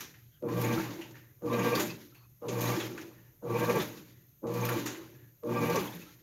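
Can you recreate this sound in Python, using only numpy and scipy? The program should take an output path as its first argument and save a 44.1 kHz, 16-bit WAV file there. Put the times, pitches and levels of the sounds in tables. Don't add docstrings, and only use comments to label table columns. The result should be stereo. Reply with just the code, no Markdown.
import sys
import numpy as np
from scipy import signal
from scipy.fft import rfft, irfft, next_fast_len
from scipy.io import wavfile
from scipy.ndimage import uniform_filter1d

SR = 44100
rng = np.random.default_rng(int(sys.argv[2]) if len(sys.argv) > 2 else 0)


def voltage_ratio(decibels):
    exponent = np.asarray(decibels, float) / 20
    return 10 ** exponent


def persist_wave(psi):
    counts = np.round(np.clip(psi, -1, 1) * 32767).astype(np.int16)
    wavfile.write(sys.argv[1], SR, np.atleast_2d(counts).T)


N = 274302

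# [switch-on t/s, switch-on jolt/dB, motor/dB, water/dB, settling speed (1 = usual)]
STROKES = [
    (-.575, -1, 2.5, 4.5, 1.08),
    (0.426, 6, -1, 0.84, 0.86),
    (1.422, 0.5, 1.4, -0.1, 1.07),
    (2.42, 0.5, -1, 1.54, 0.88),
    (3.427, 1, 0.53, -0.65, 0.99),
    (4.433, 8, -2, 0, 0.93),
    (5.436, 6.5, -0.56, -0.76, 0.89),
]
# [level/dB, starts below by/dB, rise/s, climb/(dB/s), lets go t/s, drop/dB, fade/(dB/s)]
WAVE = [(-46.5, 23.3, 0.089, 8, 0.32, 1.2, 42), (-44.5, 43, 0.046, 11.4, 0.38, 4.3, 69.5)]
# [f/Hz, level/dB per Hz]
GURGLE = [(100, -77), (560, -35.5), (680, -0.5), (900, 5.5), (1200, 1.5), (1500, -10.5), (2400, -34)]
STEADY_DB = 1.6


def evened(x):
    return x / np.sqrt(np.mean(x ** 2) + 1e-20)


def read(points, hz):
    f, value = np.transpose(points)
    return np.interp(np.log(hz + 1), np.log(f + 1), value)


def add(mix, s, sound):
    part = mix[..., round(s * SR):][..., :sound.shape[-1]]
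    part += sound[..., :part.shape[-1]]


def flutter(hz, db):
    steps = np.clip(rng.standard_normal(2000), -1.8, 1.8)
    return voltage_ratio(db * np.interp(np.arange(N) * hz / SR, np.arange(2000), steps))


def lagged(gain, s):
    r = np.exp(-1 / (s * SR))
    return signal.lfilter([1 - r], [1, -r], gain)


def noise(spectrum, patchy_db, size):
    frames, hz = 4 * N // size + 5, np.fft.rfftfreq(size, 1 / SR)
    a, b, c, d, patches = rng.standard_normal((frames, len(hz), 5)).T
    patches = uniform_filter1d(patches, size=5, axis=0)
    patches = evened(uniform_filter1d(patches, size=10, axis=1))
    colour = voltage_ratio(read(spectrum, hz)[:, None] + patchy_db * patches)
    z = np.array([a + 1j * b, c + 1j * d]) * colour
    return evened(signal.istft(z, nperseg=size, noverlap=3 * size // 4)[1][:, :N])


def rings(modes, wobble_db):
    out, t = np.zeros((2, N)), np.arange(N) / SR
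    for hz, width_hz, db in modes:
        r = np.exp(-np.pi * width_hz / SR)
        slow = rng.standard_normal((2, N)) + 1j * rng.standard_normal((2, N))
        slow = signal.lfilter([1], np.convolve([1, -r], [1, -r]), slow)
        slow /= abs(slow) ** 0.96
        tone = (slow * np.exp(2j * np.pi * hz * t)).real
        out += voltage_ratio(db) * evened(tone) * flutter(14, wobble_db)
    return evened(out)


def gains(parts, wet):
    stall_db = [45, 19.5]
    switch_s, let_go_s, jolt_s = 0.021, 0.067, 0.065
    heave = 0.93 if wet else 1
    follow = 1 if wet else 0.6
    out = np.zeros((len(parts), N))
    for stroke, (start, jolt_db, motor_db, water_db, settle) in enumerate(STROKES):
        first = round(start * SR)
        span = slice(max(first - SR // 8, 0), first + 2 * SR)
        t, way = np.arange(N)[span] / SR - start, 1 - stroke % 2
        since = np.maximum(t, 0)
        push_db = water_db if wet else motor_db + jolt_db * np.exp(-since / jolt_s)
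        switch_db = 45 * np.minimum(t, 0) / switch_s
        for k, part in enumerate(parts):
            db, below_db, rise, climb, off, drop_db, fade = part[way]
            u = np.maximum(t - off, 0) * settle ** follow
            level = db + climb * np.minimum(since, off)
            level -= below_db * np.exp(-(since / rise) ** heave)
            level -= drop_db * (1 - np.exp(-u / let_go_s)) + fade * u + stall_db[way] * u ** 2
            out[k, span] += voltage_ratio(np.maximum(level + push_db + switch_db, -200))
    return out


def room():
    # [f/Hz, level/dB per Hz]
    air = [(15, -37.5), (25, -31), (40, -10.5), (64, -8.5), (127, 4), (190, -14), (344, -20), (818, -31.5),
           (1740, -32.5), (2160, -32.5), (5140, -36.5), (6560, -23.5), (7710, -38), (9570, -37),
           (12900, -16.5), (16000, -32.5)]
    return voltage_ratio(-62) * noise(air, 1.8, size=2048)


def squeals():
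    # [t/s, length/s, f/Hz, level/dB]
    whistles = [(0.301, 0.11, 1590, -78), (0.294, 0.11, 3210, -75), (1.2, 0.16, 1800, -72),
                (2.147, 0.135, 1140, -70), (2.133, 0.14, 4400, -71.5), (3.045, 0.31, 1784, -72),
                (4.103, 0.2, 1890, -74.5), (5.056, 0.32, 1740, -73)]
    out = np.zeros((2, N))
    for s, length, hz, db in whistles:
        count = round(length * SR)
        whistle = evened(rings([(hz, 330, 0)], 4)[:, :count])
        add(out, s, voltage_ratio(db) * signal.windows.tukey(count, .6) * whistle)
    return out


def crackles():
    # [t/s, peak/dB, centre f/Hz]
    bursts = [(0.602, -34, 13500), (0.7228, -37, 12700), (1.0121, -48, 13100), (1.7109, -37, 11900),
              (1.7559, -26.5, 13300), (1.8028, -24.5, 12700), (2.616, -25.5, 13400), (2.6344, -34, 12600),
              (3.6676, -39, 13200), (3.7579, -36, 13500), (3.7878, -33, 13000), (3.8207, -33.5, 12900),
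              (4.5386, -40, 14000), (4.6518, -24.5, 13900), (4.6922, -27.5, 12200), (4.8623, -36, 12900),
              (5.659, -31, 12800), (5.7478, -35.5, 13600), (5.9009, -35, 13600), (5.9504, -33, 12300)]
    level_db, t60 = -11.5, 0.076
    out, t = np.zeros((2, N)), np.arange(SR // 16) / SR
    wide_band = signal.butter(1, [3000, 7400], "band", fs=SR, output="sos")
    for s, db, hz in bursts:
        clump = uniform_filter1d(3.0 * (rng.random(len(t)) < .012), size=12)
        clicks = rng.standard_normal((2, len(t))) * (0.3 + clump * 4)
        edges_hz = [hz * 0.94, min(hz * 0.99, 17000)]
        high = signal.sosfilt(signal.butter(2, edges_hz, "band", fs=SR, output="sos"), clicks)
        wide = signal.sosfilt(wide_band, clicks)
        fall = voltage_ratio(db + level_db - 60 * t / t60) * (1 - np.exp(-t / .003))
        add(out, s - .002, fall * (evened(high) + 0.46 * evened(wide)))
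    return out


def drips():
    # [t/s, peak/dB, f/Hz, t60/s]
    bubbles = [(0.7751, -21.5, 1332, 0.1), (1.1423, -38, 1805, 0.066), (1.8931, -28, 2570, 0.14),
               (2.1216, -47, 1345, 0.07), (2.2323, -51, 2500, 0.11), (3.1812, -45, 1800, 0.08),
               (3.3019, -84, 1740, 0.091), (4.1719, -66, 2000, 0.08), (5.2894, -76.5, 1820, 0.08),
               (6.016, -31.5, 2600, 0.053), (6.06, -44, 1304, 0.2), (1.5269, -31, 3780, 0.11),
               (2.6713, -23.5, 3960, 0.067), (5.874, -28, 3300, 0.048), (5.9234, -33, 3530, 0.05),
               (0.644, -23, 6760, 0.047), (0.723, -29, 6200, 0.065), (1.59, -26.5, 6630, 0.062),
             (1.7335, -21.5, 2620, 0.076), (1.753, -18, 3570, 0.042), (1.753, -21, 4700, 0.07),
             (1.767, -31.5, 4800, 0.045), (1.788, -35, 4620, .03), (1.796, -28, 3470, .04),
             (1.903, -30, 4740, .05), (2.625, -25, 6500, 0.055), (2.655, -26, 6400, 0.065),
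             (2.72, -19, 2250, .04), (2.764, -30, 3360, 0.056), (2.81, -32, 3500, .05),
             (0.775, -27, 1500, 0.065), (3.544, -36, 2540, 0.059), (3.563, -27, 2486, 0.094),
             (4.609, -28, 6330, 0.08), (4.63, -23, 2370, 0.09), (4.717, -28.5, 6760, 0.059),
             (4.78, -29, 2300, 0.071), (5.566, -28, 2540, .06), (5.7, -30, 2400, .07),
             (1.4287, -49, 6640, .06), (1.531, -24.5, 2440, 0.13), (1.679, -31, 2380, .1),
             (3.4366, -52, 6770, 0.11), (5.4425, -49, 6420, 0.094)]
    out, t = np.zeros((2, N)), np.arange(SR // 5) / SR
    for s, db, hz, t60 in bubbles:
        side = rng.uniform(0.25, 1.3)
        turn = 2 * np.pi * hz * t * (1 + 0.25 * t)
        cluster = np.sin(turn) + .6 * np.sin(1.03 * turn + 1) + .5 * np.sin(.96 * turn + 2)
        fall = voltage_ratio(db - 11.0 - 60 * t / t60) * (1 - np.exp(-t / 0.0027))
        add(out, s, fall * cluster * [[np.sin(side)], [np.cos(side)]])
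    return out


def unbroken():
    # [break t/s, held back before/dB]
    breaks = [
        (0.485, 11),
        (2.483, 9),
        (4.468, 21),
    ]
    until = np.array(breaks)[:, :1] - np.arange(N) / SR
    held = np.clip(until / 0.0025, 0, 1) * np.clip((.075 - until) / 0.012, 0, 1)
    return voltage_ratio(-(held * np.array(breaks)[:, 1:]).sum(0))


def patter(swell):
    out, t = np.zeros((2, N)), np.arange(SR // 40) / SR
    for hz in np.geomspace(2300, 6800, num=12):
        size = voltage_ratio(4.3 * np.minimum(rng.exponential(1, (2, N)), 4))
        size = size * (rng.random((2, N)) < 9 / SR)
        bead = np.sin(2 * np.pi * hz * t * (1 + 3.2 * t))
        bead = bead * np.exp(-t / 0.0062) * (1 - np.exp(-t / 0.0011))
        out += signal.oaconvolve(size, bead[None], axes=1)[:, :N]
    return swell * evened(out)


def slaps(low, mid, high):
    # [t/s, peak/dB, bright part/dB, centre f/Hz, t60/s]
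    wall = [(0.006, -27.5, -1, 5930, 0.3), (1.902, -31.5, -17, 4500, 0.11), (0.486, -36, -10.5, 1680, 0.24),
            (0.64, -25.5, -4, 2300, 0.57), (0.7247, -31, -12, 2270, 0.11), (0.7991, -27.5, -24, 1600, 0.5),
            (1.013, -31, -14, 2860, 0.28), (1.53, -31.5, -34, 2720, 0.99), (1.751, -21, -4, 4600, 0.2),
            (1.798, -21.5, -1.5, 7000, 0.32), (2.147, -45, 0, 2630, 0.3), (2.485, -26.5, -21, 6460, 0.23),
            (2.608, -27, 2, 6600, 0.91), (2.802, -23, -25, 3340, 0.25), (2.978, -26, -21, 1700, 0.16),
            (3.6973, -20.5, -14.5, 1850, 0.2), (3.7979, -20.5, -19, 3540, 0.21),
            (4.469, -42.5, -24, 6540, 0.67), (4.6506, -22, -2, 2490, 0.099), (4.689, -18, -3.5, 1400, 0.14),
            (4.8604, -22, -5.5, 6600, 0.3), (5.554, -47.5, -22, 1630, 0.081),
            (5.6594, -49, -10, 2430, 0.12), (5.757, -20, -7.5, 6100, 0.14),
            (0.14, -44, -30, 1970, 0.33), (1.152, -39, -28, 1840, 0.37), (3.155, -58, -30, 1770, 0.17),
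            (4.948, -33, -23, 1800, 0.21), (1.645, -26.5, -12.5, 2670, 0.31), (5.867, -39, -20, 3300, 0.11)]
    # [t/s, peak/dB, bright part/dB, centre f/Hz, t60/s]
    spits = [(0.615, -27, 5.5, 6852, 0.082), (1.72, -34, 4.5, 6000, .05), (2.655, -27, 1, 6300, .06),
             (3.69, -37, 4, 5500, .08), (3.758, -26.5, 2.5, 6500, .05), (3.786, -33, 5.5, 6500, 0.056),
             (3.818, -35, 5, 6500, 0.056), (4.54, -31.5, 2.5, 6500, 0.055), (5.7, -25.5, -0.5, 6000, 0.065),
             (5.8, -41, 1, 5960, 0.054), (0.908, -35, -10, 4600, .05), (1.11, -42.5, -6, 6900, 0.079),
             (2.765, -27.5, -8, 5500, 0.086), (3.013, -36, -10, 5800, 0.14), (0.795, -33, -10, 3800, .06)]
    out, t = np.zeros((2, N)), np.arange(SR // 4) / SR
    rolled = [np.roll(v, 7777, axis=1) for v in (low, mid, high)]
    for s, db, bright_db, hz, t60 in wall + spits:
        fall = voltage_ratio(db - 18.0 - 60 * t / t60) * (1 - np.exp(-t / 0.0021))
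        fall = fall * (0.85 + 0.3 * np.exp(-t / 0.01))
        band = signal.butter(1, [hz * 0.94, hz * 1.044], "band", fs=SR, output="sos")
        pocket = evened(signal.sosfilt(band, rng.standard_normal((2, len(t)))))
        thump, splat, hiss = [v[:, round(s * SR):][:, :len(t)] for v in rolled]
        burst = pocket + 0.96 * thump + 0.9 * min(hz / 4500, 1) * splat
        burst = burst + voltage_ratio(bright_db + 3.5 - 140 * t) * hiss
        add(out, s - .002, fall * burst)
    return out


def water():
    splash = [(-44.5, 25.6, 0.098, 0.1, 0.32, 1.7, 44.5), (-49.5, 30.4, 0.054, 18.2, 0.38, 5, 55)]
    foam = [(-43.5, 35, 0.075, -4.5, 0.3, 3.8, 33), (-47, 26, 0.067, 10, 0.4, 4.8, 61)]
    # [f/Hz, level/dB per Hz]
    slosh_spectrum = [(100, -70.5), (650, -28), (1100, -18), (1350, -3), (1700, -0.5), (2100, -1.5),
                      (2500, -1.5), (3000, -6), (3500, -26.5)]
    spray_spectrum = [(2500, -29.5), (3000, -0.5), (3600, 2), (5200, -3), (6670, 1.5), (7290, -3.5),
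                      (7700, -30), (8400, -44)]
    fizz_spectrum = [(7000, -40), (7900, -16.5), (9630, -17), (11800, -5.5), (13100, -5), (15200, -13),
                     (16000, -12.5)]
    slosh, spray, fizz = gains([WAVE, splash, foam], True) * unbroken() ** np.array([[.6], [1], [.3]])
    drops = rng.exponential(0.09, N) * (rng.random(N) < 25 / SR)
    landing = signal.lfilter([1], [1, -np.exp(-1 / (0.0057 * SR))], drops)
    gust = flutter(45, 2.4) * flutter(300, 0.3) * (1 + landing)
    low = noise(slosh_spectrum, 1.57, size=512)
    mid = noise(spray_spectrum, 1.64, size=256)
    high = noise(fizz_spectrum, 0.75, size=256)
    low_slap = low + 0.55 * noise(GURGLE, 4.9, size=512)
    surface = voltage_ratio(-3.0) * gust * (slosh * low + spray * mid + fizz * high)
    return surface + voltage_ratio(-12.5) * patter(spray) + slaps(low_slap, mid, high)


def deep_water():
    glug = [(-48, 14, 0.0084, 19, 0.34, 3.2, 55), (-43, 6.9, 0.093, 13.3, 0.39, 6.7, 94)]
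    return voltage_ratio(-3.5) * gains([glug], True)[0] * noise(GURGLE, 2.9, size=512)


def knocks():
    # [t/s, peak/dB, f/Hz, t60/s]
    basket = [(0.494, -18, 318, 0.094), (1.44, -28.5, 303.6, 0.3), (0.764, -20.5, 331.6, 0.26),
              (1.578, -23, 193, 0.21), (1.769, -19.5, 385, 0.09), (2.489, -16.5, 384, 0.07),
              (2.773, -17.5, 332, 0.13), (3.505, -23.5, 345, 0.13), (3.745, -19, 490, 0.11),
              (3.775, -19, 391, 0.12), (4.635, -41, 340, 0.097), (4.757, -26, 340.6, 0.25),
              (5.512, -20.5, 360, 0.094), (5.748, -19, 494, 0.12), (5.778, -19.5, 388, 0.16),
              (1.75, -22, 479, 0.13), (1.79, -24.5, 390, 0.13), (1.8, -34.5, 600, 0.31),
              (3.8, -33, 600, 0.28), (4.755, -24, 344, 0.14), (2.53, -28, 185, .15),
              (2.69, -27.5, 235, .15), (3.68, -26, 235, 0.24), (3.76, -28, 180, .15),
              (5.95, -34, 175, 0.27), (4.93, -34, 335, 0.21), (0.7, -30, 235, .2), (0.99, -34, 335, .2),
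              (5.451, -25.5, 310, 0.14)]
    # [t/s, peak/dB, f/Hz, t60/s]
    clanks = [(.495, -31, 1020, 0.11), (.64, -29.5, 885, 0.11), (.79, -29.5, 900, 0.13),
              (1.59, -31, 900, .1), (1.655, -26, 883, 0.11), (4.625, -27, 892, 0.12),
              (4.63, -27, 1112, 0.13), (4.7, -33, 1000, .15), (4.76, -40, 1120, 0.077),
              (5.555, -28, 891, .12), (5.695, -24, 890, 0.11), (5.75, -30, 903, .15),
              (5.755, -29, 1000, 0.13), (5.75, -27, 1110, .15), (1.5, -29.5, 1040, 0.17),
              (2.635, -30, 890, 0.18), (2.64, -32, 1110, 0.13), (3.54, -29.5, 910, .12),
              (3.75, -27, 895, 0.13), (2.97, -38, 1180, .1), (3.8, -34, 1295, 0.14), (4.68, -29, 1306, .1)]
    out, t = np.zeros(N), np.arange(SR // 2) / SR
    for s, db, hz, t60 in basket + clanks:
        sag = 0.4 if 380 < hz < 600 else 0.07
        pitch = hz * (1 + sag * (hz < 600) * (np.exp(-t / 0.04) - 0.55))
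        turn = 2 * np.pi * np.cumsum(pitch) / SR
        fall = voltage_ratio(db - 1.5 - 60 * t / t60) * (1 - np.exp(-t / 0.0098)) ** 1.5
        add(out, s - .008, fall * np.sin(turn))
    return signal.sosfilt(signal.butter(2, 90, "high", fs=SR, output="sos"), out) * [[1], [.45]]


def idle():
    off_s = 0.92
    since = np.arange(N) / SR - np.array(STROKES)[:, :1]
    on = np.clip(np.minimum(since, off_s - since) / 0.043, 0, 1).sum(0)
    return voltage_ratio(-60.5) * on * flutter(15, 1.8)


def live():
    cut_s = [0.325, 0.315]
    starts, t = np.array(STROKES)[:, 0], np.arange(N) / SR
    stroke = np.searchsorted(starts, t) - 1
    past = t - starts[stroke] - np.array(cut_s)[1 - stroke % 2]
    return np.exp(-np.maximum(past, 0) / 0.017)


def throb():
    # [first crest t/s, turns/s, depth 0-1]
    wobbles = [(0.586, 14.7, 0.43), (1.536, 15, 0.48), (2.576, 17, 0.37), (3.563, 14.5, 0.77),
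               (4.572, 13.8, 0.36), (5.572, 15.1, 0.56)]
    out = np.ones(N)
    for s, rate, depth in wobbles:
        turns = np.arange(-.75, 3.75, rate / SR)
        add(out, s + turns[0] / rate, np.clip(depth, 0, 1) * np.cos(2 * np.pi * turns))
    return out


def rotor(at_speed):
    # [f/Hz, forth/dB, back/dB]
    orders = [(176.7, -48.5, -53), (193, -50.5, -56.5), (232.4, -55, -45), (286.6, -54.5, -50),
              (322, -50, -64), (387, -66, -56.5), (442, -63, -63.5), (565, -59, -62), (695, -66, -62),
              (718, -65, -59), (781, -56.5, -56.5), (994, -57.5, -60), (1110, -59, -54), (1146, -59, -51.5)]
    t, out = np.arange(N) / SR, np.zeros(N)
    forth = np.searchsorted(np.array(STROKES)[:, 0], t) % 2 == 0
    for hz, forth_db, back_db in orders:
        level = np.sqrt(2) * voltage_ratio(np.where(forth, forth_db, back_db)) * flutter(16, 5.3)
        out += level * np.cos(2 * np.pi * hz * t + np.log(flutter(14, 2.0)))
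    return at_speed * out


def windings(hum, drive):
    # [multiple of hum, level/dB]
    overtones = [(2, -12), (3, -7.5), (4, 1), (5, -13)]
    hum_hz = 119.87
    turn = 2 * np.pi * hum_hz * np.arange(N) / SR + np.log(flutter(16, 3.05))
    buzz = np.zeros(N)
    for k, db in overtones:
        buzz += voltage_ratio(db) * np.cos(k * turn + 6 * rng.random()) * flutter(20, 2.2)
    tone = np.sqrt(2) * hum * np.cos(turn) * flutter(25, STEADY_DB)
    return tone + voltage_ratio(-1.04) * drive * buzz * live()


def cabinet(tub, panel, powered, load, sway):
    # [f/Hz, width/Hz, level/dB]
    tub_modes = [(175.3, 64, 4), (232, 14, -1.5), (293, 15.2, 1.5), (330.4, 44.8, 3), (385, 81, -1)]
    panel_modes = [(463.5, 12.2, 0.5), (517, 48, -2.5), (563.7, 30, -3.5), (600, 18, -3.5)]
    sway_modes = [(324.3, 35, 0), (364, 30, -2)]
    # [f/Hz, level/dB per Hz]
    rattle = [(25, -57.5), (45, -37.5), (75, -24.5), (110, -3.5), (200, 20.5), (500, 25.5), (660, -22)]
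    body = tub * rings(tub_modes, 3.17 * STEADY_DB) * flutter(22, 1.6)
    body = body + voltage_ratio(-1.0) * panel * load * (0.7 - 0.21 * powered) * rings(panel_modes, 0.64)
    body = body + voltage_ratio(-12.0) * tub * noise(rattle, 2.1, size=1024)
    return body + sway * rings(sway_modes, 4.3)


def whine(at_speed, load, gears, wave):
    # [f/Hz, width/Hz, level/dB]
    gear_modes = [(699, 50, -7), (742, 25, -26), (892, 26, -4.5), (921, 17, -7.5), (1020, 14, -8.5),
                  (1098, 26, -7.5), (1155, 19.4, -1.5), (1174, 18, -6)]
    basket_modes = [(1600, 20, 3), (1862, 20, -5.5), (2010, 9.6, -3), (2300, 52, 1.5), (2430, 58, 4)]
    ringing = gears * rings(gear_modes, STEADY_DB) + voltage_ratio(-1.0) * wave * rings(basket_modes, 0.72)
    return at_speed * load ** 0.76 * ringing


def mesh(at_speed, load, gears):
    tone = np.cos(2 * np.pi * 1173 * np.arange(N) / SR + np.log(flutter(18, 4.5))) * flutter(20, 1.6)
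    return voltage_ratio(-2.5) * at_speed * np.sqrt(load) * gears * tone


def motor():
    hum_answer = [(-28, 36.5, 0.078, -17, 0.321, 27, 303.5), (-34.5, 47, 0.035, -18, 0.345, 40, 278.5)]
    coast_answer = [(-39.5, 75, 0.14, 0.11, 0.45, 1.3, 153), (-49, 55, 0.049, 0.1, 0.478, 5.9, 61)]
    tub_answer = [(-43, 4, 0.03, 20.6, 0.35, 4.4, 44.6), (-40, 5.8, 0.024, 9.6, 0.36, 1.3, 69)]
    panel_answer = [(-37.5, 2.2, 0.02, 5.8, 0.31, 6, 39.3), (-36.5, 4.6, 0.054, 10, 0.34, 7.4, 87)]
    gear_answer = [(-51, 4, 0.023, 38, 0.28, 2.24, 39.3), (-42.5, 6.6, 0.039, 16.3, 0.36, 7, 80)]
    sway_answer = [(-45.5, 8.7, 0.18, 0.1, 0.54, 1.3, 74), (-63.5, 12, 0.099, 0.1, 0.21, 2.3, 45)]
    answers = [hum_answer, coast_answer, tub_answer, panel_answer, gear_answer, WAVE, sway_answer]
    hum, coast, tub, panel, gears, wave, sway = gains(answers, False)
    hum = lagged(hum - coast + idle(), 0.0035)
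    tub, panel, gears = lagged(tub, 0.0089), lagged(panel, 0.0031), lagged(gears, 0.0061)
    powered = np.clip(panel / voltage_ratio(-37.0), 0, 1)
    at_speed = powered * np.clip(hum / voltage_ratio(-37.0), 0, 1) ** 0.58
    at_speed, load = lagged(at_speed, 0.027), throb()
    lines = windings(hum, panel * powered * load) + mesh(at_speed, load, gears) + rotor(at_speed)
    body = cabinet(tub, panel, powered, load, sway) + whine(at_speed, load, gears, wave)
    mix = lines * [[1], [.2]] + body + deep_water()
    return signal.sosfilt(signal.butter(4, 62, "high", fs=SR, output="sos"), mix)


def ports(pair):
    # [f/Hz, likeness 0-1]
    likeness = [(60, 0.98), (130, 0.94), (290, 0.92), (640, 0.89), (1410, 0.23), (3100, 0.0089),
                (6820, 0.0), (15000, 0.079)]
    # [f/Hz, left-right/dB]
    balance = [(60, -1), (110, -2.5), (200, 0.5), (380, -4.5), (700, -2.5), (1290, 1), (2380, 1.5),
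               (4400, -1), (8120, 4.5), (15000, -2.5)]
    # [f/Hz, phase/rad]
    phase = [(100, 0.15), (300, 0.053), (600, 1), (1200, 0.086), (2400, 1)]
    size = next_fast_len(N)
    hz, (a, b) = np.fft.rfftfreq(size, 1 / SR), rfft(pair, size)
    same, lead = np.clip(read(likeness, hz), 0, 1), read(phase, hz)
    right = (same * a + np.sqrt(1 - same ** 2) * b) * np.exp(-1j * lead)
    tilt = voltage_ratio(read(balance, hz) / 2)
    lift = 2 / np.sqrt(2 + 2 * np.maximum(same * np.cos(lead), 0))
    return irfft(np.array([a * tilt, right / tilt]) * lift, size)[:, :N]


def scene():
    return ports(room() + squeals() + crackles() + drips() + water() + knocks() + motor())


def roll_off(x):
    return signal.sosfilt(signal.butter(12, 15875, fs=SR, output="sos"), x)


def record(dry):
    # [f/Hz, gain/dB]
    response = [(0, 0), (7300, 0), (7650, -6), (8300, -4), (9200, 0), (15780, 0), (15880, -70),
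                (22050, -70)]
    hz, db = np.transpose(response)
    taps = signal.firwin2(1023, hz, voltage_ratio(db), fs=SR)
    mix = signal.oaconvolve(dry, taps[None], "same")
    return roll_off(mix)


dry = scene()
out = record(dry)
persist_wave(out)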